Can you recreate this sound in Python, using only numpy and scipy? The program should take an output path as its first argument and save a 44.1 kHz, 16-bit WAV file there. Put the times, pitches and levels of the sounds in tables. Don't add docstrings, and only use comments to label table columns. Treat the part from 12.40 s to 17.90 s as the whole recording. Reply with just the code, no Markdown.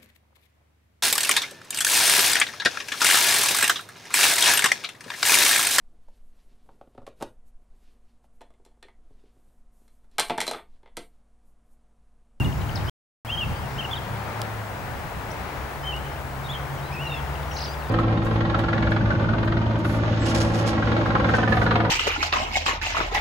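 import sys
import numpy as np
from scipy import signal
from scipy.fft import rfft, irfft, next_fast_len
from scipy.io import wavfile
from scipy.ndimage import uniform_filter1d, map_coordinates

SR = 44100
rng = np.random.default_rng(int(sys.argv[2]) if len(sys.argv) > 2 else 0)


def amplitude_ratio(level_db):
    exponent = np.asarray(level_db, float) / 20
    return 10 ** exponent


def to_wav(s):
    ch = np.atleast_2d(s).T
    pcm = np.round(np.clip(ch, -1, 1) * 32767)
    wavfile.write(sys.argv[1], SR, pcm.astype(np.int16))


N = 242550


def along(points, hz):
    f, v = np.transpose(points)
    return np.interp(np.log(hz + 1), np.log(f + 1), v)


def unit(x):
    return x / np.sqrt(np.mean(x ** 2) + 1e-20)


def curves(rows):
    s, *cols = np.transpose(rows)
    return [np.interp(np.arange(N) / SR, s, c) for c in cols]


def wobble(rate_hz):
    knots = rng.standard_normal(int(N * rate_hz / SR) + 4)
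    return map_coordinates(knots, [np.arange(N) * rate_hz / SR])


def filtered(x, response):
    m = next_fast_len(N + SR // 2)
    return irfft(rfft(x, m) * response(np.fft.rfftfreq(m, 1 / SR)), m)[..., :N]


def rush(spectrum, alike, patchy_db):
    z = signal.stft(rng.standard_normal((2, N)), nperseg=512)[2]
    field = rng.standard_normal(z.shape[1:])
    field = uniform_filter1d(uniform_filter1d(field, size=6, axis=0), size=14, axis=1)
    pair = signal.istft(z * amplitude_ratio(patchy_db * unit(field)), nperseg=512)[1][:, :N]

    def mid_side_response(hz):
        turn = np.arccos(np.clip(along(alike, hz), -1, 1)) / 2
        return amplitude_ratio(along(spectrum, hz)) * [np.cos(turn), np.sin(turn)]

    mid, side = filtered(pair, mid_side_response)
    return unit(np.array([mid + side, mid - side]))


def slurs(rows, swell_db, bow=0):
    notes = []
    for s, length, a, b, db in rows:
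        middle_hz = (a + b) / 2 + bow * abs(a - b)
        notes.append([(s, a, db - swell_db / 2),
                      (s + length / 2, middle_hz, db + swell_db / 2),
                      (s + length, b, db - swell_db / 2)])
    return notes


def falls(rows, length_s, share):
    return [(s, length_s, hz * (1 + share / 2), hz * (1 - share / 2), db) for s, hz, db in rows]


def whistles(notes, fade_s, inertia_s, flutter_db, overtone_db):
    voice = np.zeros(N + SR, complex)
    half_fade = round(fade_s * SR / 2)
    for s, hz, db in map(np.transpose, notes):
        t = np.arange(round((s[-1] - s[0] + fade_s) * SR)) / SR
        at_s = t + s[0] - fade_s / 2
        inertia = round(inertia_s * SR)
        hz = uniform_filter1d(np.interp(at_s, s, hz), inertia, mode='nearest')
        db = uniform_filter1d(np.interp(at_s, s, db), inertia, mode='nearest')
        edges = np.sin(np.pi / 2 * np.clip(np.minimum(t, t[-1] - t) / fade_s, 0, 1)) ** 2
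        first = round((s[0] - fade_s / 2) * SR) + SR // 2
        turns = 2 * np.pi * np.cumsum(hz) / SR
        turns += np.angle(voice[first + half_fade]) - turns[half_fade]
        voice[first:first + len(t)] += np.sqrt(2) * amplitude_ratio(db) * edges * np.exp(1j * turns)
    voice = voice[SR // 2:][:N] * amplitude_ratio(flutter_db * wobble(170))
    octave = voice ** 2 / (np.abs(voice) + 1e-9)
    return (voice + amplitude_ratio(overtone_db) * octave).real


def surroundings(x, t60_s, wet_db, wall_s, wall_db):
    t = np.arange(SR // 2) / SR
    scatter = rng.standard_normal((2, len(t))) * amplitude_ratio(-60 * t / t60_s) * (1 - np.exp(-t / 0.0071))
    answer = amplitude_ratio(wet_db) * scatter / np.linalg.norm(scatter[0])
    answer[0, round(wall_s * SR)] += amplitude_ratio(wall_db)
    answer[1, round((wall_s + .0001) * SR)] += amplitude_ratio(wall_db)
    return signal.fftconvolve(x[None], answer, axes=1)[:, :N]


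# f/Hz, density/dB
HISS_SPECTRUM = [(1500, -29.5), (4000, -1), (8000, 3.5), (12000, 1.5), (14600, -0.5), (15300, 0.5),
                 (16000, -1.5)]
# f/Hz, left-right likeness
HISS_LIKENESS = [(4000, .3), (8000, 0.54), (14000, 0.82), (15300, 0.85)]


def amplifier_hiss():
    return amplitude_ratio(-52.5) * rush(HISS_SPECTRUM, HISS_LIKENESS, patchy_db=1.0)


# f/Hz, level/dB
CIRCUIT_TONES = [(10174, -80), (11725, -72)]
# t/s, t/s
BLANK_AT_S = (.0143, .0046)


def line_whistle():
    field_s, blank_s, blank_depth = .02, .0024, .86
    line_hz, line_db = 15625, -57
    t = np.arange(N) / SR
    steady = sum(np.sqrt(2) * amplitude_ratio(db) * np.sin(2 * np.pi * hz * t) for hz, db in CIRCUIT_TONES)
    blank_at_s = np.where(t < DROPOUT_S[1], *BLANK_AT_S)
    from_blank_s = (t - blank_at_s + field_s / 2) % field_s - field_s / 2
    gate = 1 - blank_depth * np.exp(-(from_blank_s / blank_s) ** 4)
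    return steady + np.sqrt(2) * amplitude_ratio(line_db) * np.sin(2 * np.pi * line_hz * t) * gate


# t/s, peak/dB
LENS_TWITCHES = [
    (.2732, -39),
    (.2781, -37),
]


def lens_drive():
    ring_hz, width_hz = 13400, 2600
    sparks = np.zeros(N)
    for s, db in LENS_TWITCHES:
        sparks[round(s * SR)] = amplitude_ratio(db + 12)

    def ring(f):
        return (1j * f * width_hz / (ring_hz ** 2 - f * f + 1j * f * width_hz)) ** 2

    return filtered(sparks, ring)


# t/s, peak/dB, left minus right/dB
BODY_TICKS = [
    (2.0161, -25.8, -5),
    (3.5638, -41.5, 8),
]
# f/Hz, width/Hz, level/dB
SHELL_MODES = [(3200, 800, 8), (4800, 1500, 10), (7760, 2200, 7), (13500, 2500, 0)]


def body_ticks():
    slips = [(.0011, -5), (.0014, 1), (.0016, -4), (.002, -8), (.0024, -5)]  # t/s, level/dB
    blows = np.zeros((2, N))
    for s, db, pan_db in BODY_TICKS:
        for late_s, slip_db in slips:
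            side_db = pan_db / 2 * np.array([1, -1])
            blows[:, round((s + late_s) * SR)] += amplitude_ratio(db + slip_db + 13.0 + side_db)

    def shell(f):
        modes = sum(amplitude_ratio(db) * 1j * f * w / (c * c - f * f + 1j * f * w) for c, w, db in SHELL_MODES)
        return modes / (1 + 1j * f / 6000)

    return filtered(blows, shell)


def camera():
    return amplifier_hiss() + line_whistle() + lens_drive() + body_ticks()


# f/Hz, density/dB
TWIG_SPECTRUM = [(2000, -32.5), (3500, -4), (5000, 1), (7000, -6.5), (11000, -31)]


def breeze():
    breeze_db, calm_db, settles_s, settling_s = -56, -64, 1.8, .1
    calm = 1 / (1 + np.exp((settles_s - np.arange(N) / SR) / settling_s))
    level_db = breeze_db + (calm_db - breeze_db) * calm
    return amplitude_ratio(level_db) * rush(TWIG_SPECTRUM, [(5000, .4)], patchy_db=4.0)


# t/s, wind and rumble level/dB, roar level/dB
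TRAFFIC_LEVELS = [(0, -19.5, -37.5), (.11, -25, -38.5), (.49, -25, -36.5), (.86, -43, -38),
                  (1.07, -34.5, -37.5), (1.3, -41, -36.5), (1.6, -44.5, -37), (2.02, -42.5, -35),
                  (2.23, -46, -37), (2.49, -40, -36.5), (3.47, -45.5, -36.5), (3.9, -43, -37.5),
                  (5.25, -46.5, -36), (5.5, -44.5, -37)]
# f/Hz, density/dB
RUMBLE_SPECTRUM = [(15, -23.5), (30, -7), (60, -0.5), (120, -1.5), (200, -10), (350, -21), (600, -54.5)]
# f/Hz, gain/dB
GUST_COLOUR = [(100, 0), (200, 1), (380, 5.5), (600, 4.5)]
# f/Hz, left port lag/rad
GUST_LAG = [(40, .3), (120, .9), (260, 1.2), (600, .5)]
# f/Hz, density/dB
TYRE_SPECTRUM = [(88, -43.5), (150, -7.5), (214, -8), (375, -5.5), (441, -4.5), (470, -5.5), (866, -1.5),
                 (1100, -5.5), (1420, -6.5), (2030, -11.5), (2460, -15), (3180, -19.5), (7000, -32),
                 (9100, -64), (15400, -120)]
# f/Hz, left-right likeness
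TYRE_LIKENESS = [(150, 1), (300, 0.6), (640, 0.77), (1400, 0.36), (3000, 0.12), (7000, 0.11)]
# f/Hz, left minus right/dB
TYRE_PAN = [(60, -2.5), (110, -3.5), (200, 2), (380, 0.5), (700, 4.5), (1290, 4.5), (2380, 7), (4400, 2),
            (8120, 2.5), (15000, -4.5)]
# f/Hz, left port lead/rad
TYRE_LEAD = [(150, 0), (350, .25), (1000, .7), (2200, 0.6), (4000, 0)]


def road():
    rumble_db, roar_db = curves(TRAFFIC_LEVELS)
    windy = np.arange(N) < DROPOUT_S[1] * SR
    sides = np.array([[1], [-1]]) / 2

    lumps = amplitude_ratio(2.2 * wobble(18))
    alike = [(30, .9), (70, .85), (150, .62), (300, .4)]  # f/Hz, likeness
    rumble = unit(lumps * rush(RUMBLE_SPECTRUM, alike, patchy_db=0.5))
    rumble = amplitude_ratio(rumble_db + np.where(windy, -3.5, 4.5)) * rumble

    def gust(hz):
        return amplitude_ratio(along(GUST_COLOUR, hz)) * np.exp(-1j * along(GUST_LAG, hz) * sides)

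    rumble = np.where(windy, filtered(rumble, gust), rumble)

    def lean_left(hz):
        return amplitude_ratio(along(TYRE_PAN, hz) * sides) * np.exp(1j * along(TYRE_LEAD, hz) * sides)

    spectrum = [(60, -67.5)] + TYRE_SPECTRUM + [(14000, -67.5)]
    roar = filtered(rush(spectrum, TYRE_LIKENESS, patchy_db=0.16), lean_left)
    return rumble + amplitude_ratio(roar_db + 2.0 + 0.39 * wobble(6)) * roar


# t/s, firing f/Hz, level/dB
BRAKING_LORRY = [
    (.85, 110.9, -38),
    (1.2, 109.8, -52),
    (1.7, 109.5, -38),
    (2.14, 108.6, -35),
    (2.35, 102.5, -39.5),
    (2.7, 95.8, -55),
]
# t/s, firing f/Hz, level/dB
CLIMBING_LORRY = [
    (2.8, 66, -46),
    (3.3, 67.43, -41),
    (3.65, 66.4, -38),
    (4, 67.5, -44),
    (4.6, 68.2, -41.5),
    (5, 68.3, -37),
    (5.5, 70.1, -34.5),
]
# from t/s, to t/s, from f/Hz, to f/Hz, loudest level/dB
ENGINE_PASSES = [(0, .45, 100.6, 111.5, -37), (0, .45, 61, 76, -35), (0, .45, 142.5, 149, -37),
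                 (2.35, 3, 109.8, 111.5, -44), (.9, 2.05, 135, 138.5, -40), (.9, 2.2, 187, 191.5, -49),
                 (.85, 2.2, 76.5, 74.5, -42), (3.25, 3.65, 141.5, 143.5, -37),
                 (4.05, 5.5, 144.5, 149.5, -37), (3.6, 5, 134, 137, -35.5), (3.5, 4, 95, 80.5, -47),
                 (4.3, 5.5, 83, 86, -40)]


def drones():
    octave_db, fade_db = -14.5, 6.5
    octave = [(s, 2 * hz, db + octave_db) for s, hz, db in BRAKING_LORRY]
    passes = [(s, end - s, a, b, db - fade_db / 2) for s, end, a, b, db in ENGINE_PASSES]
    return [BRAKING_LORRY, octave, CLIMBING_LORRY] + slurs(passes, swell_db=fade_db)


def engines():
    hum, t = np.zeros((2, N)), np.arange(N) / SR
    for rows in drones():
        hz, db = curves(rows)
        present = np.clip(np.minimum(t - rows[0][0] + 0.16, rows[-1][0] + 0.15 - t) / 0.13, 0, 1)
        turns = 2 * np.pi * np.cumsum(hz) / SR + 0.27 * wobble(7.2)
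        apart_rad = rng.uniform(.14, .4) * np.array([[1], [-1]])
        hum += present * np.sqrt(2) * amplitude_ratio(db + 2.5 * wobble(9)) * np.sin(turns + apart_rad)
    return hum * amplitude_ratio([[.4], [-.4]])


# t/s, middle f/Hz, level/dB
CHIPS = [(.044, 3500, -42), (.124, 2950, -41), (.217, 3000, -47), (.292, 3010, -43), (.41, 2970, -45),
         (.44, 2146, -42.5), (1.307, 3890, -49.5), (4.794, 2970, -43), (4.875, 3000, -48),
         (4.953, 2920, -44), (5.03, 3500, -45), (5.113, 2900, -36), (5.185, 2870, -41), (5.263, 2930, -45),
         (5.342, 3240, -43), (5.422, 2700, -42.5), (5.493, 4600, -47.5)]
# t/s, f/Hz, level/dB
SWOOP = [
    (.355, 5850, -38.5),
    (.359, 5020, -31),
    (.363, 4380, -40),
    (.371, 3940, -42.5),
    (.379, 3640, -43),
]
# t/s, length/s, from f/Hz, to f/Hz, level/dB
THIN_TONES = [(.362, .013, 5200, 5030, -52), (2.905, .016, 5000, 6100, -48), (2.915, .012, 9000, 9400, -57),
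              (4.34, .016, 6500, 6600, -63), (4.378, .016, 5850, 5750, -60), (4.39, .016, 5350, 5200, -61),
              (4.64, .03, 5720, 5600, -61), (4.745, .03, 5300, 5200, -61), (4.43, .012, 4500, 4800, -60),
              (4.52, .028, 4950, 5300, -54), (4.465, .02, 5050, 5000, -60), (4.35, .02, 7200, 5600, -63),
              (4.838, .014, 5250, 5150, -64), (3.425, .02, 5100, 5120, -56), (3.72, .018, 5250, 5200, -59),
              (4.941, .003, 5000, 4500, -49), (.211, .006, 4150, 3850, -44)]


def chipping_bird():
    chips = falls(CHIPS, length_s=.006, share=.22)
    calls = [SWOOP] + slurs(THIN_TONES + chips, swell_db=2.2, bow=.1)
    voice = whistles(calls, fade_s=.003, inertia_s=.002, flutter_db=3.5, overtone_db=-22)
    far = surroundings(voice, t60_s=.25, wet_db=-7, wall_s=0.027, wall_db=-27)
    return voice * amplitude_ratio([[4.], [-8.]]) + far


# t/s, length/s, top f/Hz, level/dB
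TRILL_LOOPS = [
    (5.169, .034, 6750, -37),
    (5.204, .029, 6250, -35),
    (5.238, .026, 6050, -35),
]


def loops():
    from_hz, knee_hz, end_hz = 3850, 4850, 2700
    top, knee = .22, .62
    over_db, down_db, out_db = -8, -1, -7
    notes = []
    for s, length, top_hz, db in TRILL_LOOPS:
        notes.append([(s, from_hz, db),
                      (s + top * length / 2, (from_hz + top_hz) / 2, db),
                      (s + top * length, top_hz, db + over_db),
                      (s + knee * length, knee_hz, db + down_db),
                      (s + length, end_hz, db + out_db)])
    return notes


# t/s, f/Hz, level/dB
WIND_UP = [
    (5.085, 6100, -58),
    (5.105, 5900, -60),
    (5.115, 5720, -50),
    (5.131, 5450, -49),
    (5.141, 6900, -47),
    (5.148, 6150, -45),
    (5.16, 5400, -46),
    (5.169, 3850, -38),
]
# t/s, f/Hz, level/dB
RING_OUT = [
    (5.28, 4620, -43),
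    (5.29, 4690, -46),
    (5.3, 4920, -51),
    (5.306, 4860, -49),
    (5.32, 4860, -50),
    (5.335, 4980, -51),
    (5.347, 4800, -52),
]
# t/s, length/s, from f/Hz, to f/Hz, level/dB
TRILL_END = [
    (5.2, .006, 2850, 2600, -40),
    (5.264, .006, 2950, 2750, -43),
    (5.257, .018, 6050, 6200, -55),
    (5.26, .018, 4300, 4900, -53),
    (5.28, .024, 5700, 6050, -51),
    (5.305, .013, 6100, 6250, -57),
    (5.281, .009, 4100, 2600, -46),
]
# t/s, length/s, from f/Hz, to f/Hz, level/dB
UNDERTONE = [
    (5.09, .034, 3800, 3900, -59),
    (5.172, .012, 4050, 3900, -49),
    (5.197, .01, 4200, 4700, -56),
    (5.217, .012, 3950, 4050, -47),
    (5.226, 0.013, 4850, 4750, -47),
    (5.267, .008, 3300, 4700, -50),
]
# f/Hz, gain/dB
BEAK = [(2500, -4), (3500, -0.5), (4800, 2.5), (6800, -3.5)]


def thrush_trill():
    notes = [WIND_UP, RING_OUT] + loops() + slurs(TRILL_END + UNDERTONE, swell_db=1.5)
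    trill = whistles(notes, fade_s=.003, inertia_s=.003, flutter_db=1.3, overtone_db=-40)
    trill = filtered(trill, lambda hz: amplitude_ratio(along(BEAK, hz)))
    far = surroundings(trill, t60_s=.11, wet_db=-4, wall_s=.017, wall_db=-15)
    return trill * amplitude_ratio([[.6], [-.6]]) + far


# t/s, f/Hz, level/dB
ARCHES = [
    [(.882, 2374, -49), (.895, 2686, -35), (.905, 2805, -29.5), (.915, 3065, -37), (.924, 3120, -28),
     (.94, 3200, -30), (.952, 3157, -29), (.959, 2850, -38), (.965, 3200, -47)],
    [(.967, 2800, -40), (.975, 3090, -31), (.981, 3170, -27), (.986, 3260, -31), (.998, 3150, -27),
     (1.006, 3000, -33), (1.016, 2860, -28.5), (1.034, 2730, -26.5), (1.046, 2600, -40)],
    [(1.375, 2560, -44), (1.383, 2950, -42), (1.39, 3140, -32), (1.399, 3130, -30), (1.404, 3120, -37),
     (1.409, 2800, -31), (1.415, 2680, -36), (1.421, 2520, -46)],
    [(1.425, 2500, -40), (1.429, 2890, -34), (1.434, 3020, -45), (1.44, 3100, -42), (1.444, 2980, -43),
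     (1.451, 2880, -29.5), (1.458, 2670, -37), (1.464, 2850, -46)],
    [(1.497, 3170, -48), (1.507, 3330, -46), (1.514, 3450, -36), (1.522, 3500, -40), (1.528, 3540, -37),
     (1.535, 3340, -27.5), (1.54, 3160, -32), (1.545, 3000, -32)],
    [(1.551, 3550, -48), (1.56, 3700, -38), (1.565, 3870, -40), (1.57, 3680, -32.5), (1.575, 3430, -42),
     (1.579, 3350, -33), (1.585, 3120, -40), (1.589, 3350, -46)],
]
# t/s, f/Hz, level/dB
WAVERS = [
    [(3.432, 3010, -52), (3.45, 3075, -37), (3.46, 3135, -37), (3.468, 3125, -33), (3.487, 3108, -30),
     (3.504, 3040, -35), (3.511, 3045, -34), (3.516, 3035, -44)],
    [(4.508, 2200, -50), (4.516, 2290, -48), (4.528, 2470, -39), (4.535, 2590, -45), (4.545, 2645, -41),
     (4.555, 2615, -37), (4.561, 2500, -47)],
    [(4.563, 2520, -36), (4.57, 2500, -40), (4.578, 2495, -36), (4.592, 2620, -41), (4.605, 2750, -35),
     (4.626, 2940, -37), (4.635, 2930, -34), (4.638, 2800, -36)],
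    [(4.64, 2790, -36), (4.65, 2830, -39), (4.656, 2850, -35), (4.665, 2810, -34), (4.675, 2760, -35),
     (4.681, 2730, -46)],
]
# t/s, f/Hz, level/dB
TWISTS = [
    [(3.518, 2990, -43), (3.526, 2870, -36), (3.534, 2640, -36), (3.54, 2810, -32), (3.547, 2960, -39),
     (3.555, 2850, -36), (3.561, 2980, -38), (3.565, 2800, -48)],
    [(3.568, 2870, -41), (3.575, 2850, -38), (3.581, 2950, -44), (3.587, 2950, -50)],
    [(4.086, 2700, -51), (4.091, 3280, -36), (4.098, 3380, -33.5), (4.105, 3420, -36), (4.11, 3500, -44),
     (4.116, 3500, -37), (4.122, 3650, -40), (4.127, 4100, -50)],
    [(4.132, 3150, -37), (4.136, 3330, -35), (4.141, 3680, -42), (4.145, 3300, -35), (4.149, 2800, -42),
     (4.152, 3250, -36), (4.163, 3150, -39), (4.18, 3250, -50)],
    [(4.037, 3250, -55), (4.044, 3800, -47), (4.055, 3770, -46), (4.06, 3650, -49), (4.067, 3675, -43),
     (4.072, 3700, -46), (4.078, 4400, -54)],
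    [(4.421, 3600, -56), (4.43, 3710, -53), (4.45, 3860, -52), (4.465, 4020, -52), (4.476, 4060, -54),
     (4.497, 3980, -55)],
]
# t/s, f/Hz, level/dB
HIGH_PIPS = [
    [(4.666, 3960, -54), (4.674, 4040, -48), (4.681, 4000, -44), (4.691, 3860, -48), (4.696, 3700, -57),
     (4.705, 3700, -43), (4.715, 3700, -46), (4.723, 3590, -45), (4.733, 3640, -35)],
    [(4.735, 3650, -36), (4.745, 3600, -50), (4.75, 3570, -44), (4.76, 3380, -52), (4.766, 3420, -52),
     (4.776, 3400, -38), (4.785, 3380, -47), (4.79, 3320, -42), (4.796, 3300, -52)],
]
# t/s, f/Hz, level/dB
LOW_PIPS = [
    (4.695, 2790, -37),
    (4.718, 2725, -34),
    (4.74, 2714, -32),
    (4.761, 2650, -36),
    (4.784, 2630, -45),
]
# t/s, length/s, from f/Hz, to f/Hz, level/dB
SONG_SLURS = [(0, 0.029, 2810, 2700, -33.5), (.043, 0.03, 2920, 2760, -37.5),
              (.447, .018, 5210, 4800, -54.5), (.47, 0.024, 4540, 5480, -50.5),
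              (.479, 0.022, 2974, 3290, -35), (.865, 0.018, 2740, 3280, -47.5),
              (.879, .022, 3230, 3400, -43.5), (.903, .02, 3400, 3560, -52), (1.015, .024, 3300, 3600, -49),
              (1.551, 0.008, 2950, 3200, -40), (3.598, .006, 2900, 3150, -53),
              (3.64, .015, 3030, 2850, -50), (3.665, .013, 2950, 2880, -50), (3.718, .01, 3080, 3000, -53),
              (4.38, 0.023, 2950, 3200, -51), (4.091, .028, 6650, 7250, -59),
              (4.134, .008, 6600, 6950, -59)]
# t/s, f/Hz, level/dB
FAR_CALL = [
    (5.35, 5750, -60),
    (5.38, 5100, -58),
    (5.41, 4320, -58),
    (5.44, 3790, -56),
    (5.505, 3480, -54),
]


def thrush_song():
    pips = falls(LOW_PIPS, length_s=.009, share=.02)
    glides = slurs(SONG_SLURS + pips, swell_db=2.5, bow=.2)
    notes = ARCHES + WAVERS + TWISTS + HIGH_PIPS + [FAR_CALL] + glides
    song = whistles(notes, fade_s=.004, inertia_s=.002, flutter_db=1.6, overtone_db=-31)
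    wall = surroundings(song, t60_s=.7, wet_db=-11.5, wall_s=.228, wall_db=-21)
    boughs = surroundings(song, t60_s=.07, wet_db=-13, wall_s=.009, wall_db=-18)
    return song * amplitude_ratio([[.3], [-.3]]) + wall + boughs


def scene():
    background = camera() + breeze() + road() + engines()
    return background + chipping_bird() + thrush_trill() + thrush_song()


def roll_off(x):
    return signal.sosfilt(signal.butter(12, 16800, fs=SR, output="sos"), x)


# from t/s, to t/s
DROPOUT_S = (.4966, .8488)


def record(dry):
    t = np.arange(N) / SR
    top_hz = 15800
    present = (t < DROPOUT_S[0]) | (t > DROPOUT_S[1])
    kept = filtered(dry, lambda hz: hz < top_hz) * present
    return roll_off(kept)


dry = scene()
out = record(dry)
to_wav(out)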